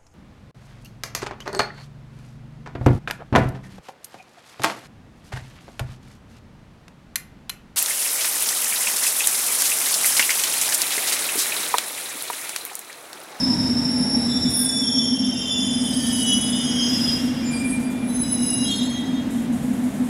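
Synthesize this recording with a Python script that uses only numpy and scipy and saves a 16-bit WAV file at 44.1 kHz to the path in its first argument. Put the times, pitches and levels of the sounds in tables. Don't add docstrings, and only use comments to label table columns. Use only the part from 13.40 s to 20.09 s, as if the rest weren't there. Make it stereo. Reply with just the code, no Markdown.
import sys
import numpy as np
from scipy import signal
from scipy.fft import rfft, irfft, next_fast_len
from scipy.io import wavfile
from scipy.ndimage import uniform_filter1d

SR = 44100
rng = np.random.default_rng(int(sys.argv[2]) if len(sys.argv) > 2 else 0)


def put_to_file(sound):
    columns = np.atleast_2d(sound).T
    safe = np.clip(columns, -1, 1)
    whole_steps = np.round(safe * 32767)
    wavfile.write(sys.argv[1], SR, whole_steps.astype(np.int16))


N = 295019
TIME = np.arange(N) / SR
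CUTOFF_HZ = 15700


def stick_slip(hz, rough, overtone_db, wobble_hz=8, scatter=0.0068, flutter_db=3.0, step_db=-13, chatter=3.5):
    size = len(hz)
    sung_hz = hz * (1 + scatter * rough * drift(120, size)) + wobble_hz * drift(45, size)
    phase = 2 * np.pi * np.cumsum(sung_hz) / SR
    tone = np.exp(1j * phase)
    for k in range(2, 5):
        if k * hz.max() < CUTOFF_HZ:
            tone = tone + from_db(overtone_db + (k - 2) * step_db) * np.exp(1j * k * phase)
    jolts_per_s = 60 + 260 * abs(rough)
    jolts = drift(jolts_per_s, size) + 1j * drift(jolts_per_s, size)
    screech = np.real(tone * (1 + chatter * rough * jolts))
    return rms_one(screech * from_db(flutter_db * drift(28, size)))


# (time [s], frequency [Hz])
FIRST_PITCH = [(0, 5222), (.45, 5282)]
UPPER_PITCH = [(0, 5480), (.55, 5510), (1.65, 5468), (2.2, 5545), (2.8, 5575)]
LOWER_PITCH = [(1.6, 5024), (1.95, 5062), (3.0, 5062), (3.5, 5028)]
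WHISTLE_PITCH = [(3, 10292), (4.8, 10270)]
# (time [s], level [dB])
FIRST_LEVEL = [(0.0, -24.5), (0.258, -30), (1.422, -34), (1.566, -44), (1.878, -51), (1.9, -41)]
UPPER_LEVEL = [(0.0, -33.5), (0.67, -31.5), (0.73, -25), (0.9, -36), (0.94, -28), (1.27, -31), (1.59, -23),
               (1.78, -30.5), (3.0, -52)]
LOWER_LEVEL = [(0.55, -48), (1.7, -50), (2.14, -39), (3.38, -37.5), (3.4, -31.5), (3.76, -26.5),
               (3.82, -47), (4.22, -48.5), (4.3, -64)]
WHISTLE_LEVEL = [(0.5, -48.5), (0.63, -41.5), (1.06, -50), (1.2, -32.5), (1.49, -44), (2.0, -48),
                 (2.96, -32.5), (3.45, -49)]
LAST_WHISTLE_LEVEL = [(4.64, -51.5), (4.808, -28.5), (4.874, -43), (4.914, -30), (4.968, -27.5),
                      (5.02, -38.5), (5.076, -25.5), (5.576, -53.5), (5.8, -70)]
# (pitch curve, level curve, gain [dB], roughness [0-1])
HELD_NOTES = [(FIRST_PITCH, FIRST_LEVEL, 0.97, 0.2), (UPPER_PITCH, UPPER_LEVEL, 1.4, 0.08),
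              (LOWER_PITCH, LOWER_LEVEL, 2.7, .1), (WHISTLE_PITCH, WHISTLE_LEVEL, 6.3, 0.16),
              (WHISTLE_PITCH, LAST_WHISTLE_LEVEL, 4.6, 0.13)]
BEAT_HZ, BEAT_DEPTH = 27, .38


def held_squeals(overtone_db=-21, beat_jitter=0.22, release_db_per_s=160):
    out = 0
    for pitch, level, gain_db, rough in HELD_NOTES:
        outside = np.maximum(level[0][0] - TIME, 0) + np.maximum(TIME - level[-1][0], 0)
        singing = outside < .5
        tone = np.zeros(N)
        tone[singing] = stick_slip(in_time(pitch)[0][singing], rough, overtone_db, chatter=2.7)
        beat_hz = BEAT_HZ * (1 + beat_jitter * drift(9))
        beat = 1 + BEAT_DEPTH * np.sin(2 * np.pi * np.cumsum(beat_hz) / SR)
        heard = evened(station(tone, direct_db=-3.5) * beat, 0.096)
        out = out + heard * from_db(gain_db + in_time(level)[0] - release_db_per_s * outside)
    return out


# (start [s], length [s], settled pitch [Hz], sharp at the start by [Hz], level [dB], roughness [0-1])
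SQUEALS = [ (.75, 0.31, 3865, 28.5, -39.5, 0.74), (.87, 0.52, 3500, 50, -34, 0.45),
           (0.983, 0.33, 3600, 118, -37, 0.84), (1.094, .16, 10400, -45.5, -22, 0.3),
           (1.08, 0.18, 8800, -58, -31.5, .5), (1.09, 0.15, 11975, 25, -35, .2),
           (1.12, .25, 8270, 20, -39, .3), (1.118, 0.17, 1598, 9, -46, 0.36),
           (1.28, 0.41, 3467, 24.5, -27, 0.17), (1.421, .3, 3220, 40.5, -31.5, 0.59),
           (1.55, 0.79, 3135, 0.5, -32, 0.64), (1.761, 0.46, 2795, 15, -41.5, .5),
           (1.852, .3, 3565, 99, -36, 0.5), (2.05, 0.28, 3478, 44, -25, 0),
           (2.15, 0.69, 3080, 69.5, -33.5, 0.91), (2.18, 0.71, 8500, 16.5, -40, 0.01),
           (2.399, 0.44, 3230, -40, -34.5, 0.57), (2.42, 0.53, 14100, 52, -49.5, 0.64),
           (2.43, 0.74, 12000, 50, -49, .45), (2.5, 0.25, 1785, 2.5, -41, 0.19),
           (2.512, 0.25, 4657, -2, -38, 0.1), (2.502, 0.68, 3790, 51, -41.5, 0.6),
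           (2.699, 0.41, 2963, 13, -28.5, 0.07), (2.803, .5, 8600, 152, -38.5, 0.67),
           (2.834, 0.12, 3336, -24, -24.5, 0.17), (3.0, 0.24, 3560, 78, -34.5, .6),
           (3.143, 0.43, 3226, -0.5, -27, 0.2), (3.153, 0.556, 5605, 25.5, -35, .1),
           (3.184, 0.45, 10075, 9.5, -41.5, 0.1), (3.22, .5, 15110, 31, -58, .1),
           (3.252, 0.5, 5335, 1.5, -33.5, 0), (3.252, 0.38, 3035, -28, -36.5, .35),
           (3.35, 0.51, 2800, 9.5, -40, .55), (3.418, .28, 3430, -21.5, -34.5, .4),
           (3.95, 0.258, 4763, 39, -42, 0.08), (4.013, 0.28, 2381, 4, -33.5, 0.2),
           (4.03, 0.085, 7135, 35, -39, 0.06), (4.108, 0.27, 8450, 6, -37.5, 0.2),
           (4.103, 0.26, 10287, -10, -31.5, 0.12), (4.11, 0.18, 12140, 10, -55, .1),
           (4.468, 0.13, 3475, 19, -49, 0.1), (4.671, .82, 3912, 64.5, -34.5, 0.23),
           (4.67, 0.17, 12200, 29, -50, .2), (4.67, 0.75, 12560, -130, -53, .1),
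           (4.67, .65, 14320, 58, -53, .05), (4.684, 0.92, 6400, -100, -39.5, .2),
           (4.72, 0.68, 5170, -58, -41, 0.54), (4.819, 0.52, 5048, 11, -38, 0.11),
           (4.821, 0.52, 2840, 124, -39.5, 0.24), (4.892, 0.28, 10120, -200, -34.5, 0),
           (5.238, 0.18, 3253, 31, -27, 0.33), (5.245, 0.13, 3660, 31, -29.5, .35),
           (5.27, 0.095, 4265, 0, -36, 0.3), (5.388, 0.24, 1958, -7.5, -42.5, 0.2)]
# (pitch [Hz], level [dB])
OVERTONES = [(1800, -28), (2400, -24), (2800, -5.5), (3200, -11), (3550, -7.5), (3950, -5.5), (4400, -22),
             (6000, -50)]
PEAK_SHARE = .56


def passing_squeals(swell_db=8, fade_db=7, edge_s=0.017, level_db=1, chatter=1.75, lock_in=0.21):
    out = np.zeros(N)
    for start, length, settled_hz, sharp_hz, db, rough in SQUEALS:
        span = (TIME > start) & (TIME < start + length)
        age = TIME[span] - start
        top = length * PEAK_SHARE
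        unsettled = np.maximum(1 - age / top, 0)
        swell = np.interp(age, [0, top, length], [-swell_db, 0, -fade_db])
        grip = from_db(db + level_db + swell)
        overtone_db = np.interp(settled_hz, *np.transpose(OVERTONES))
        clearing = chatter * (1 - lock_in * (1 - unsettled))
        tone = stick_slip(settled_hz + sharp_hz * unsettled, rough, overtone_db, chatter=clearing)
        edges = np.clip(np.minimum(age, length - age) / edge_s, 0, 1)
        out[span] += tone * grip * edges
    return station(out, direct_db=0)


# (time [s], level [dB])
RUBBING = [(0, -35), (.9, -37), (1.5, -45.5), (2.7, -45.5), (3.2, -52), (3.7, -34), (4.5, -70), (5.3, -46),
           (5.8, -73)]
# (time [s], level [dB])
GRINDING = [(2.2, -75), (2.6, -36.5), (3.7, -48), (3.95, -80)]
# (frequency [Hz], level [dB per Hz])
RUB_COLOUR = [(2000, -34), (2700, -43), (3200, -25), (3750, 13), (4300, -4), (5400, 20.5), (6200, -8.5),
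              (7200, 3), (8500, -4), (10500, 4.5), (12500, -29), (16000, -26)]


def pads(flicker_db=1.0, ringing_db=-1, swell_db=5):
    modes = 0
    for hz in np.linspace(5700, 7700, 12) * (1 + .008 * rng.standard_normal(12)):
        mode = np.sin(2 * np.pi * np.cumsum(hz + 35 * drift(150)) / SR)
        modes = modes + mode * from_db(swell_db * drift(4.4))
    hiss = from_db(in_time(RUBBING)[0] + flicker_db * drift(20)) * noise(RUB_COLOUR, side_db=-14)
    grinding = rms_one(modes) * from_db(ringing_db + in_time(GRINDING)[0])
    return hiss + station(grinding, direct_db=-34)


# (time [s], rumble [dB], rolling roar [dB], high rush [dB])
RUNNING = [(0.0, -37, -39, -45), (0.23, -35.5, -39, -45.5), (0.89, -40.5, -39.5, -46.5),
           (1.08, -34, -41, -47), (1.21, -44.5, -41.5, -47.5), (1.77, -43.5, -42, -51.5),
           (3.55, -39.5, -40, -43), (4.42, -38.5, -40.5, -47), (4.45, -45.5, -39.5, -49.5),
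           (4.74, -40, -41, -47.5), (6.5, -40.5, -40.5, -49)]
# (frequency [Hz], level [dB per Hz])
RUMBLE_COLOUR = [(12, -36), (25, -20), (50, -10), (75, -5), (100, -2), (135, -1.5), (180, 2), (240, -4.5),
                 (300, 3), (350, -11), (450, -26), (700, -45)]
ROAR_COLOUR = [(200, -14.5), (340, 1.5), (430, -2.5), (650, -2), (900, -6), (1200, -13), (1600, -16.5),
               (2600, -22.5), (5000, -55)]
RUSH_COLOUR = [(700, -15.5), (1300, -0.5), (1900, 2), (2600, -3), (3600, -3.5), (4500, -9.5), (7000, -10.5),
               (10000, -12.5), (13000, -19), (16000, -42)]
RUMBLE_DB, ROAR_DB, RUSH_DB = 7, 2, 4.5


def wheels():
    rumble_db, roar_db, rush_db = in_time(RUNNING)
    rumble = from_db(rumble_db + RUMBLE_DB) * noise(RUMBLE_COLOUR, side_db=-22)
    roar = from_db(roar_db + ROAR_DB) * noise(ROAR_COLOUR, side_db=-27.5)
    rush = from_db(rush_db + RUSH_DB) * noise(RUSH_COLOUR, side_db=-56)
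    return rumble, roar + rush


# (time [s], pitch [Hz], level [dB])
MOTOR = [(0, 985, -40), (.4, 907, -43.5), (.8, 807, -41.5), (1.1, 752, -58), (1.5, 700, -90)]


def motor():
    hz, db = in_time(MOTOR)
    whine = stick_slip(hz, rough=.4, overtone_db=-19, wobble_hz=10.1, chatter=1.6)
    return station(whine * from_db(db), direct_db=17)


# (start [s], number of puffs, open time [s], level [dB])
PUFFS = [(3.48, 1, 0.39, -40.5), (4.29, 3, 0.048, -43.5), (5.898, 1, 0.15, -44.5), (6.12, 6, 0.098, -45)]
# (frequency [Hz], level [dB per Hz])
AIR_COLOUR = [(1500, -20), (3500, -17), (7000, 13), (10500, 13), (13000, 6), (16000, -8)]
PUFF_EVERY_S = 0.103


def valves(sag_db=4, open_s=0.0082, close_s=0.024):
    power = np.zeros(N)
    for start, count, length, db in PUFFS:
        for k in range(count):
            age = np.maximum(TIME - start - k * PUFF_EVERY_S, 0)
            flow = np.minimum(age / open_s, 1) * np.exp(-np.maximum(age - length, 0) / close_s)
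            power += (flow * from_db(db - sag_db * np.minimum(age / length, 1))) ** 2
    return np.sqrt(power) * noise(AIR_COLOUR, side_db=-14.5)


# (time [s], level [dB])
DRONE_LEVEL = [(0.1, -22.5), (1.02, -22.5), (1.2, -27.5), (1.87, -21), (2.09, -33), (2.23, -23),
               (5.46, -24), (6.6, -22.5)]
# (frequency [Hz], width [Hz], level [dB])
DUCT = [(147.1, 4.9, -17.5), (203, 7.5, -9.5), (233.24, 13.2, -3.5), (249.5, 14.2, 0), (268.5, 7.1, -6.5),
        (475.7, 14.4, -25)]


def fans(steady_s=.25):
    out = 0
    for hz, width_hz, db in DUCT:
        band = signal.butter(2, [hz - width_hz / 2, hz + width_hz / 2], "band", fs=SR, output="sos")
        boom = signal.sosfilt(band, rng.standard_normal((2, N + SR)))[:, SR:]
        out = out + from_db(db) * rms_one(boom)
    return evened(ports(out, -33.5), steady_s) * from_db(in_time(DRONE_LEVEL)[0])


STATION_T60_S, TREBLE_T60_S = 1.53, 0.84


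def station(x, direct_db, side_db=-18, split_hz=5400):
    t = TIME[:2 * SR]
    low_band = signal.butter(2, split_hz, fs=SR, output="sos")
    high_band = signal.butter(2, split_hz, "high", fs=SR, output="sos")
    low = signal.sosfilt(low_band, rng.standard_normal((2, len(t))))
    high = signal.sosfilt(high_band, rng.standard_normal((2, len(t))))
    tail = low * from_db(-60 * t / STATION_T60_S) + high * from_db(-60 * t / TREBLE_T60_S)
    tail = tail * (1 - np.exp(-t / 0.0049))
    echoes = ports(tail / np.sqrt(np.sum(tail[0] ** 2)), side_db)
    wet = signal.fftconvolve(x[None], echoes, axes=1)[:, :N]
    return (wet + from_db(direct_db) * x) / np.sqrt(1 + from_db(2 * direct_db))


def ports(pair, side_db):
    return pair[0] + from_db(side_db) * pair[1] * np.array([[1], [-1]])


def noise(spectrum, side_db=-21):
    size = next_fast_len(N, True)
    hz, level_db = np.transpose(spectrum)
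    bin_hz = np.arange(size // 2 + 1) * SR / size
    colour = from_db(np.interp(np.log(bin_hz + 1), np.log(hz), level_db))
    pair = irfft(rfft(rng.standard_normal((2, size))) * colour, size)[:, :N]
    return rms_one(ports(pair, side_db))


def from_db(db):
    return 10 ** (np.asarray(db) / 20)


def rms_one(x):
    return x / np.sqrt(np.mean(x ** 2) + 1e-20)


def in_time(rows):
    s, *columns = np.transpose(rows)
    return [np.interp(TIME, s, c) for c in columns]


def drift(rate, size=N):
    knots = rng.standard_normal(8192)
    return np.interp(np.arange(size) * rate / SR, np.arange(len(knots)), knots)


def evened(x, seconds):
    power = uniform_filter1d(np.mean(x ** 2, axis=0), max(int(seconds * SR), 8))
    return x / np.sqrt(np.abs(power) + 1e-12)


def scene():
    rumble, roar_and_rush = wheels()
    body = (rumble + fans()) * from_db(np.array([[1], [-1]]) * 0.48)
    brakes = held_squeals() + passing_squeals() + pads() + valves()
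    return brakes + body + roar_and_rush + motor()


def record(dry):
    return signal.sosfilt(signal.ellip(10, .1, 80, CUTOFF_HZ, fs=SR, output="sos"), dry)


dry = scene()
out = record(dry)
put_to_file(out)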